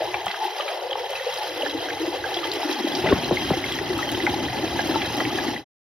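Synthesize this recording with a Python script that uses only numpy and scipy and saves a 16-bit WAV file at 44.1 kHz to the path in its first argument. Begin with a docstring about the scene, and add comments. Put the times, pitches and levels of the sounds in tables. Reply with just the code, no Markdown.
"""Water pours over a step into a gravel sluice, heard from just above the stream.
Swarms of ringing bubbles and noise gurgle, splash and fizz in the wooden trough; splash and fizz grow
with the flow, and the splash brightens. Single drops plink, flung water smacks, air pockets gulp.
Halfway through, three waves slosh close by, each with a quick double glug of sinking pitch, and the
bass fills out with low rolling noise. Sharp ticks dot the sound, which fades out at the end."""
import sys
import numpy as np
from scipy import signal
from scipy.fft import rfft, irfft, next_fast_len
from scipy.io import wavfile
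from scipy.ndimage import map_coordinates

SR = 44100
rng = np.random.default_rng(int(sys.argv[2]) if len(sys.argv) > 2 else 0)


def persist_wave(psi):
    """Save psi, clipped to +-1, as 16-bit WAV."""
    counts = np.round(np.clip(psi, -1, 1) * 32767).astype(np.int16)
    wavfile.write(sys.argv[1], SR, np.atleast_2d(counts).T)


N = 259308  # length in samples
TIME = np.arange(N) / SR  # seconds


def amp(db):
    """Turn decibels into a factor."""
    return 10 ** (np.asarray(db) / 20)


LEAN_LEFT = amp([[1], [-1]])  # left 1 dB up, right 1 dB down


def unit(x):
    """Scale a sound to an average (RMS) strength of 1."""
    return x / np.sqrt(np.mean(x ** 2) + 1e-20)


def along(points, hz):
    """Read a curve of (Hz, value) points on a logarithmic pitch axis."""
    point_hz, value = np.transpose(points)
    return np.interp(np.log(hz + 1), np.log(point_hz + 1), value)


def curves(rows):
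    """Give one value per sample for each column after the time."""
    s, *columns = np.transpose(rows)
    return [np.interp(TIME, s, column) for column in columns]


def wobble(rate):
    """A smooth random curve with this many random points a second."""
    knots = rng.standard_normal(int(N * rate / SR) + 4)
    return map_coordinates(knots, [TIME * rate])


def filtered(x, response):
    """Multiply each frequency of a sound by a response, which may shift phase too."""
    size = next_fast_len(N + SR // 2)
    spectrum = rfft(x, size) * response(np.fft.rfftfreq(size, 1 / SR))
    return irfft(spectrum, size)[..., :N]


def coloured(x, spectrum, resonances=(), size=8192):
    """Give a sound a spectrum, with resonances that ring only after each grain, never before."""
    hz = np.fft.rfftfreq(size, 1 / SR)
    db = along(spectrum, hz)
    for centre_hz, width_hz, gain_db in resonances:
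        db = db + gain_db / (1 + (2 * (hz - centre_hz) / width_hz) ** 2)
    # folding the cepstrum (the transform of the log spectrum) makes the filter causal
    cepstrum = irfft(np.log(amp(db)))
    cepstrum[1:size // 2] *= 2
    cepstrum[size // 2 + 1:] = 0
    impulse = irfft(np.exp(rfft(cepstrum)))
    return signal.fftconvolve(x, impulse[None], axes=1)[:, :N]


def add(track, s, sound):
    """Mix a sound into a track at time s."""
    start = max(round(s * SR), 0)
    part = track[..., start:][..., :sound.shape[-1]]
    part += sound[..., :part.shape[-1]]


def bubble(cycle, life, rise, phase=0):
    """A bubble's ring against its count of cycles: it dies away while its pitch climbs."""
    age = cycle / life
    attack = 1 - np.exp(-2 * cycle)
    turns = cycle * (1 + rise * age / 2)
    return attack * np.exp(-age) * np.sin(2 * np.pi * turns + phase)


def swarm(rate, low_hz, high_hz, life, spread_db, width, wash_db, size):
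    """Stereo bubbles of random pitch, strength and life over the wash of those too small to tell apart."""
    count = int(rate * N / SR)  # rate: bubbles a second
    when, pitch, strength, place, damping = rng.random((count, 5)).T[..., None]
    hz = low_hz * (high_hz / low_hz) ** pitch
    gain = hz * amp(-spread_db * np.log(1 - .98 * strength))
    cycles = life * 2 ** (3 * damping - 1.5)
    cycle = hz * np.arange(size) / SR
    index = ((when * N).astype(int) + np.arange(size)).ravel()
    taper = np.linspace(1, 0, size)
    channels = []
    for side in (1, -1):
        # each bubble reaches the two channels with a phase set by its place
        phase = side * width * (2 * place - 1)
        ring = gain * bubble(cycle, cycles, 0.031, phase)
        channels.append(np.bincount(index, (ring * taper).ravel(), N)[:N])
    middle, sides = rng.standard_normal((2, N))
    wash = unit(np.array([middle + sides * width / 2, middle - sides * width / 2]))
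    # the wash is weaker for swarms that reach higher in pitch
    wash_gain = amp(wash_db) * np.sqrt(SR / 2 / high_hz)
    return unit(np.array(channels)) + wash_gain * wash


def spatter(low_hz, high_hz, life):
    """A dying crackle of tiny droplets between two pitches; life in seconds."""
    t = np.arange(SR // 16) / SR
    band = signal.butter(3, [low_hz, min(high_hz, SR / 3)], "band", fs=SR, output="sos")
    landed = rng.random(len(t)) < .15
    droplets = rng.standard_normal(len(t)) * landed
    return unit(signal.sosfilt(band, droplets)) * np.exp(-t / life)


def walls(x, t60):
    """The short scattered answer of the trough's sides, falling 60 dB in t60 seconds."""
    t = np.arange(SR // 10) / SR
    tail = rng.standard_normal((2, len(t))) * amp(-60 * t / t60) * (t > .002)
    return signal.fftconvolve(x, tail / np.linalg.norm(tail[0]), axes=1)[:, :N]


def churn():
    """The dull rolling of the water under the surface: low noise of wavering strength."""
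    # spectrum of the rolling: pitch_hz, relative level_db per Hz
    rumble = [(20, -49.5), (35, -15), (65, 1), (120, 3), (160, -3.5), (210, -11), (270, -26.5), (400, -64)]
    # how strong the rolling is, before the random wobble: time_s, level_db
    strength = [(.27, -52), (.31, -60), (.6, -75.5), (.95, -61), (1.5, -59.5), (1.85, -51), (2.7, -58.5),
                (2.8, -64), (2.92, -63.5), (3.1, -39.5), (3.6, -42.5), (4.4, -40.5), (5.5, -45)]
    roll = unit(coloured(rng.standard_normal((1, N)), rumble))
    level_db, = curves(strength)
    return roll * amp(level_db + 3 * wobble(25))


def ticks():
    """Sharp ticks: a millisecond or two of bright noise each."""
    # ticks: start_s, level_db before the colouring
    tick_list = [(0.26, -29.5), (1.106, -31), (1.34, -31), (2.537, -29), (3.4282, -43.5), (3.7227, -29.5),
                 (3.979, -30), (4.117, -24), (4.2527, -33), (4.874, -28.5), (5.169, -29.5)]
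    life_s = 0.0016
    out, t = np.zeros((1, N)), np.arange(SR // 100) / SR
    for s, db in tick_list:
        add(out, s, amp(db) * np.exp(-t / life_s) * rng.standard_normal(len(t)))
    return coloured(out, [(500, -4.5), (3000, 8.5), (5500, 4.0), (8000, 5.5), (15000, -4.0)])


def slaps():
    """Flung water lands all at once: a sharp smack with no ring."""
    # flung water smacking down: start_s, level_db, lowest_hz, highest_hz
    smacks = [(0.143, -39, 700, 2000), (0.267, -20.5, 600, 1530), (0.955, -27, 600, 1490),
              (1.13, -39, 700, 1290), (1.903, -21, 1500, 2270), (2.343, -22.5, 3300, 5400),
              (2.516, -22, 3000, 5570), (2.728, -23.5, 3400, 6100), (2.951, -19.5, 3000, 5600),
              (3.059, -22.5, 600, 1400), (3.0875, -17, 450, 2200), (3.105, -20.5, 600, 1400),
              (3.1235, -13.5, 1550, 1900), (3.309, -31, 500, 1190), (3.5035, -24.5, 600, 1400),
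              (4.265, -17.5, 1200, 2360), (5.201, -19.5, 600, 1700), (5.25, -18, 1800, 2760)]
    life_s = 0.0042
    out = np.zeros(N)
    for s, db, low_hz, high_hz in smacks:
        add(out, s, amp(db) * spatter(low_hz, high_hz, life_s))
    return out


def drops():
    """Each drop slaps the surface with a burst of spatter and rings a bubble it has trapped."""
    # the nearest drops: start_s, level_db before the overall trim, pitch_hz,
    # pan_db (left over right), spatter_db (compared with the ring)
    plinks = [(0.1415, -15, 2320, 2.5, -1), (0.2657, -16.5, 3110, 2, -15.5), (0.2806, -14, 3230, -2, -9),
              (0.3005, -26.5, 2013, 1.5, -5), (0.3115, -21, 3640, -2, -1), (0.3415, -26, 1630, 4, 5),
              (0.584, -23, 4870, 1, -8.5), (0.598, -21.5, 1180, 10, -5), (0.607, -16, 3000, -3, -7.5),
              (0.677, -28.5, 1266, 15, -9), (0.6788, -25.5, 2440, 0, 4), (0.911, -13, 3230, 0, -22),
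              (0.9291, -13, 3080, 0, -11.5), (1.1537, -15.5, 2570, -2, -17), (1.197, -20, 1868, -7, -14),
              (1.374, -19, 4900, 0, -13), (1.6218, -12, 2890, 0, -17), (1.6618, -18, 1730, -9, -10),
              (1.696, -16, 3900, 1, -16), (1.886, -21.5, 1609, -6, -14), (2.2409, -14.5, 1593, -4.5, -25),
              (2.342, -13.5, 3240, -5.5, -19), (2.37, -11.5, 3290, 1, -20), (2.431, -22, 1210, -7, -11),
              (2.4413, -16, 3170, -5, -9), (2.5172, -13.5, 3900, 7, -23), (2.9203, -15, 3350, 1.5, -24),
              (2.95, -15.5, 4560, 1, -17.5), (3.0704, -12.5, 1990, 6.5, -9.5),
              (3.096, -13.5, 3450, -1, -13), (3.122, -14, 1100, 3.5, -15), (3.245, -13.5, 4000, -3.5, -22),
              (3.371, -11.5, 2100, 6.5, -25.5), (3.5365, -19, 2060, -1.5, -15.5),
              (3.6408, -12.5, 2120, 4, -26), (3.722, -14, 3280, 0, -18.5), (3.788, -15.5, 1890, 2, -5),
              (3.989, -18.5, 1270, 9, -17), (4.028, -13.5, 1880, 3, -22), (4.1474, -12.5, 3120, 2, -12.5),
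              (4.2025, -18, 1990, -5.5, -18), (4.2652, -13, 1510, 3, -13), (4.2659, -9, 2060, 6.5, -11),
              (4.4835, -19.5, 1850, -2, -22), (4.791, -13, 1624, -8, -9.5), (4.943, -22, 1320, 7, -23),
              (4.9573, -11.5, 878, 4, -10), (5.0173, -18, 3200, -0.5, -3), (5.2037, -13, 1910, -1, -9.5),
              (5.302, -27, 1215, 0, 3), (5.3865, -13.5, 1690, 1, -14), (5.4818, -19.5, 1910, -2, -13),
              (5.5632, -12.5, 1950, 3, -31)]
    life_cycles, attack_s, spatter_s, trim_db = 8, .0005, 0.0051, -1.5
    out, t = np.zeros((2, N)), np.arange(SR // 16) / SR
    swell = 1 - np.exp(-t / attack_s)
    for s, db, hz, pan_db, spatter_db in plinks:
        ring = bubble(hz * t, life=life_cycles, rise=0.0092)
        burst = amp(spatter_db) * spatter(hz / 3, hz * 1.16, spatter_s)
        gain = amp(db + trim_db + np.array([[.5], [-.5]]) * pan_db)
        add(out, s, gain * swell * (ring + burst))
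    return out


def gulps():
    """Large air pockets swell and ring, with little far below their pitch; the long-lived ones sing."""
    # the largest air pockets: start_s, level_db before the swell, filter and lean, pitch_hz, life_cycles
    pockets = [(0.005, -2.5, 563, 0.74), (0.016, -13.5, 631, 8), (0.071, -27.5, 362.5, 19),
               (0.141, -10.5, 800, 2), (0.265, -9.5, 757, 2.3), (0.266, -34, 191, 2.8),
               (0.385, -28, 793, 24), (0.413, -19, 875, 24), (0.441, -30, 370, 14),
               (0.598, -13.5, 550, 1.7), (0.954, -7.5, 830, 1.7), (0.994, -20.5, 487, 14),
               (1.128, -17, 890, 2.8), (1.204, -20, 523, 6.9), (1.261, -13.5, 491, 9.4),
               (1.279, -15.5, 538, 3.7), (1.355, -26, 501, 8.9), (1.45, -24.5, 539, 17),
               (1.63, -10.5, 573, 2.9), (1.632, -21, 296, 2.9), (1.743, -12, 315, 3.5),
               (1.995, -17, 321, 7.9), (2.024, -16.5, 348, 4.6), (2.073, -11.5, 340, 3.5),
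               (2.316, -14.5, 780, 2.5), (2.362, -17.5, 341, 5.4), (2.364, -14, 710, 3.4),
               (2.629, -11.5, 860, 3.1), (2.645, -12.5, 312, 3.5), (2.692, -12.5, 353, 3.4),
               (2.841, -7.5, 324, 2), (2.983, -11, 364, 3), (3.039, -7, 367, 2.2), (3.0585, -7, 620, 2.1),
               (3.074, -10.5, 608, 2.1), (3.107, -5.5, 400, 4), (3.532, -13, 758, 4.8),
               (3.536, -16, 504, 3.4), (3.566, -13.5, 340, 4), (3.809, -14, 367, 2.8),
               (3.9, -10.5, 362, 4.4), (3.968, -10, 310, 1.7), (4.231, -12.5, 347, 5.9),
               (4.272, -12, 816, 6.4), (4.337, -12, 804, 4.7), (4.758, -13, 859, 5),
               (4.79, -16.5, 742, 6.8), (4.892, -4.5, 298, 1.55), (4.965, -12, 328, 1.5),
               (5.173, -8, 307, 1.3), (5.197, -19, 794, 3.9), (5.268, -12, 275, 2),
               (5.462, -14.5, 342, 3.2), (5.478, -11, 275, 2.1)]
    swell_share = 0.3  # swelling time as a share of the pocket's life
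    out, t = np.zeros(N), np.arange(SR // 5) / SR
    for s, db, hz, cycles in pockets:
        swell = 1 - np.exp(-hz * t / (swell_share * cycles))
        ring = swell * bubble(hz * t, life=cycles, rise=0.01)
        edge = signal.butter(8, .78 * hz, "high", fs=SR, output="sos")
        add(out, s, amp(db) * signal.sosfilt(edge, ring))
    return out * LEAN_LEFT


def glugs():
    """Cavities open in a wave's wake, each falling in pitch as it grows, with a splash around it."""
    # cavities close to the listener, two to a wave:
    # start_s, level_db before the swell and lean, first_hz, last_hz
    cavities = [(3.1261, -5, 656, 160), (3.134, -11.5, 199.3, 85), (3.3102, -9, 953, 244),
                (3.3214, -14.5, 402, 111), (3.5044, -12.5, 1270, 250), (3.5124, -12, 428, 104)]
    fall_s, attack_s, life_s = 0.003, 0.0008, 0.0095
    spatter_db = -14.5  # added to the level of the ring
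    out, t = np.zeros(N), np.arange(SR // 8) / SR
    swell = (1 - np.exp(-t / attack_s)) * np.exp(-(t / life_s) ** 2)
    for s, db, first_hz, last_hz in cavities:
        pitch = last_hz + (first_hz - last_hz) * np.exp(-t / fall_s)
        ring = np.sin(2 * np.pi * np.cumsum(pitch) / SR)
        add(out, s, amp(db) * swell * ring)
        add(out, s, amp(db + spatter_db) * spatter(last_hz, 1.1 * first_hz, 0.008))
    return out


def wave():
    """Waves slosh by in bursts of foam, a bubble swarm that surges and dies, with their glugs."""
    # bursts of foam from the waves: start_s, level_db before the lean, length_s
    bursts = [(3.041, -24, 0.1), (3.155, -27, 0.03), (3.317, -30.5, 0.018), (3.499, -25, 0.024)]
    # spectrum of the foam: pitch_hz, relative level_db per Hz
    foam_spectrum = [(50, -26.5), (140, 12.5), (350, -2.5), (700, -0.5), (1200, -13), (2000, -18),
                     (4000, -9.5), (8000, -50.5)]
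    attack_s, release_s = 0.002, 0.0077
    foam = swarm(rate=1300, low_hz=180, high_hz=3000, life=3.5, spread_db=1.2, width=.3, wash_db=-9, size=700)
    surge = np.zeros(N)
    for s, db, length in bursts:
        rise = np.clip((TIME - s) / attack_s, 0, 1)
        fall = np.exp(-np.maximum(TIME - s - length, 0) / release_s)
        surge += amp(db) * rise * fall
    return (glugs() + unit(coloured(foam, foam_spectrum)) * surge) * LEAN_LEFT


def hollow(x, steepness, octaves):
    """The hollow of moving water: one moving resonance above a steep, moving low edge."""
    # the hollow that the gurgle rings in: time_s, low_edge_hz, resonance_hz,
    # resonance_db (boost or dip, before a boost is offset below)
    shape = [(.15, 356, 573, -2), (.33, 405, 546, -23), (.46, 356, 540, -26), (.58, 398, 570, 3.5),
             (.95, 358, 530, 6.5), (1.3, 425, 505, 4), (1.6, 286, 497, 7.5), (2.15, 293, 490, 9),
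             (2.45, 306, 478, 7), (2.7, 287, 338, 7.5), (2.85, 160, 340, 4.5), (3.1, 45, 385, 6.5),
             (5.5, 45, 328, 2.5)]
    hz, t, z = signal.stft(x, SR, nperseg=2048, noverlap=1792)
    edge_hz, ring_hz, ring_db = (np.interp(t, TIME, c) for c in curves(shape))
    hz = hz[:, None] + 1
    cut = 1 / np.sqrt(1 + (edge_hz / hz) ** (2 * steepness))
    bump = np.exp(-(np.log2(hz / ring_hz) / octaves) ** 2)
    # a boost draws a share of its strength from all pitches
    ring = amp(ring_db * bump - 0.42 * np.maximum(ring_db, 0))
    return signal.istft(z * cut * ring, SR, nperseg=2048, noverlap=1792)[1][:, :N]


def gurgle(spurt):
    """Large bubbles ring low and gurgle in the hollow of the moving water."""
    # spectrum of the gurgle: pitch_hz, relative level_db per Hz
    spectrum = [(45, -13.5), (70, -19), (120, 2), (175, -8), (225, 1), (280, 5.5), (370, 1.5), (440, -6),
                (520, -4), (640, -4.5), (850, 0.5), (1000, -12), (1300, -29), (2500, -62.5)]
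    # strength of the gurgle, before spurts, wobble, lean and the hollow: time_s, level_db
    strength = [(0, -22.5), (.2, -31.5), (.42, -27), (.55, -29), (.75, -26.5), (1.2, -29.5), (2, -28),
                (2.7, -27.5), (3.2, -27), (3.75, -30), (4.4, -26.5), (5.4, -27.5)]
    level_db, = curves(strength)
    large = swarm(rate=1100, low_hz=80, high_hz=1200, life=5.8, spread_db=1.4, width=.42, wash_db=-8.5, size=2200)
    sound = unit(coloured(large, spectrum)) * amp(level_db + 0.5 * spurt + 0.83 * wobble(22.11))
    return hollow(sound * LEAN_LEFT, steepness=14, octaves=0.19)


def splash(flow_db, spurt):
    """Small bubbles splash and set the trough ringing; a stronger flow tears off finer ones."""
    # spectrum of the splash: pitch_hz, relative level_db per Hz
    spectrum = [(250, -48.5), (500, -13.5), (1000, 4), (1350, 1), (1750, -2.5), (2300, -5.5), (2800, 0.5),
                (3600, -5), (4500, -13), (5400, -9), (6500, -8.5), (7500, -31.5), (10000, -71)]
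    # resonances of the trough: pitch_hz, width_hz, gain_db
    trough = [(1610, 110, 4.5), (1777, 140, 6), (2023, 250, 9.5), (2560, 690, 4.5), (3198, 190, 10),
              (4000, 534, 10.5), (4960, 1080, 9.5)]
    base_db, grows = -34, 0.79  # level at flow 0 dB before spurts, dB gained per dB of flow
    fine_hz, fine_grows = 5000, 0.4  # above this pitch it gains this much more per dB of flow
    small = swarm(rate=5000, low_hz=900, high_hz=7500, life=9.5, spread_db=2.8, width=.68, wash_db=-7, size=700)
    sound = unit(coloured(small, spectrum, trough)) * amp(base_db + grows * flow_db + 0.94 * spurt)
    fine = filtered(sound, lambda hz: 1 / (1 + (fine_hz / (hz + 1)) ** 10))
    sound = sound + fine * (amp(fine_grows * flow_db) - 1)
    # a little of the fall comes by way of the walls
    return sound + amp(-15) * walls(sound, t60=0.03)


def fizz(flow_db, spurt):
    """Spray fizzes: the smallest, highest bubbles over a strong wash of noise."""
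    # spectrum of the fizz: pitch_hz, relative level_db per Hz
    spectrum = [(4000, -31.5), (7500, -99), (8600, 7), (10000, 14), (11500, 6), (14000, 4.5), (16000, -8)]
    base_db, grows = -50.5, 0.83  # level at flow 0 dB before spurts, dB gained per dB of flow
    spray = swarm(rate=2400, low_hz=5500, high_hz=15500, life=18, spread_db=3, width=.55, wash_db=1, size=260)
    level_db = base_db + grows * flow_db + 1.1 * spurt + 0.66 * wobble(70)
    return unit(coloured(spray, spectrum)) * amp(level_db)


def stream():
    """The fall: spurts drive gurgle, splash and fizz together; the flow drives splash and fizz."""
    # strength of the stream: time_s, flow_db
    flow = [(0, 0.5), (.22, -3.5), (.55, -0.5), (.9, -4), (1.25, 1), (1.95, -1), (2.6, 2), (3.15, 2),
            (3.45, 3), (4.25, 2.5), (4.6, 1.5), (4.95, 4), (5.37, 3.5), (5.45, 2.5)]
    flow_db, = curves(flow)
    spurt = wobble(25) + 1.17 * wobble(90)
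    return gurgle(spurt) + splash(flow_db, spurt) + fizz(flow_db, spurt)


def scene():
    """The stream with all its layers; the drops, smacks and ticks also echo off the walls."""
    near = drops() + slaps() + ticks()
    echo = amp(-8.0) * walls(near, t60=0.13)
    return churn() + near + echo + gulps() + wave() + stream()


def record(dry):
    """Shift left against right as two spaced ports would, fade to silence and cut the highest pitches."""
    # how far the left channel lags the right: pitch_hz, lag_radians
    lag = [(60, 0), (300, -.3), (1000, .05), (2000, .1), (2400, .9), (4000, .9), (4900, .2), (6000, 1.7),
           (7500, 3.1), (9000, 3.5), (10500, 4.8), (11800, 6.2), (14500, 6.4)]
    top_hz = 15750
    halves = np.array([[-.5], [.5]])  # half the lag on each channel
    spaced = filtered(dry, lambda hz: np.exp(1j * along(lag, hz) * halves))
    fade = np.clip((5.645 - TIME) / 0.16, 0, 1)
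    return filtered(spaced * fade, lambda hz: hz < top_hz)


dry = scene()
out = record(dry)
persist_wave(out)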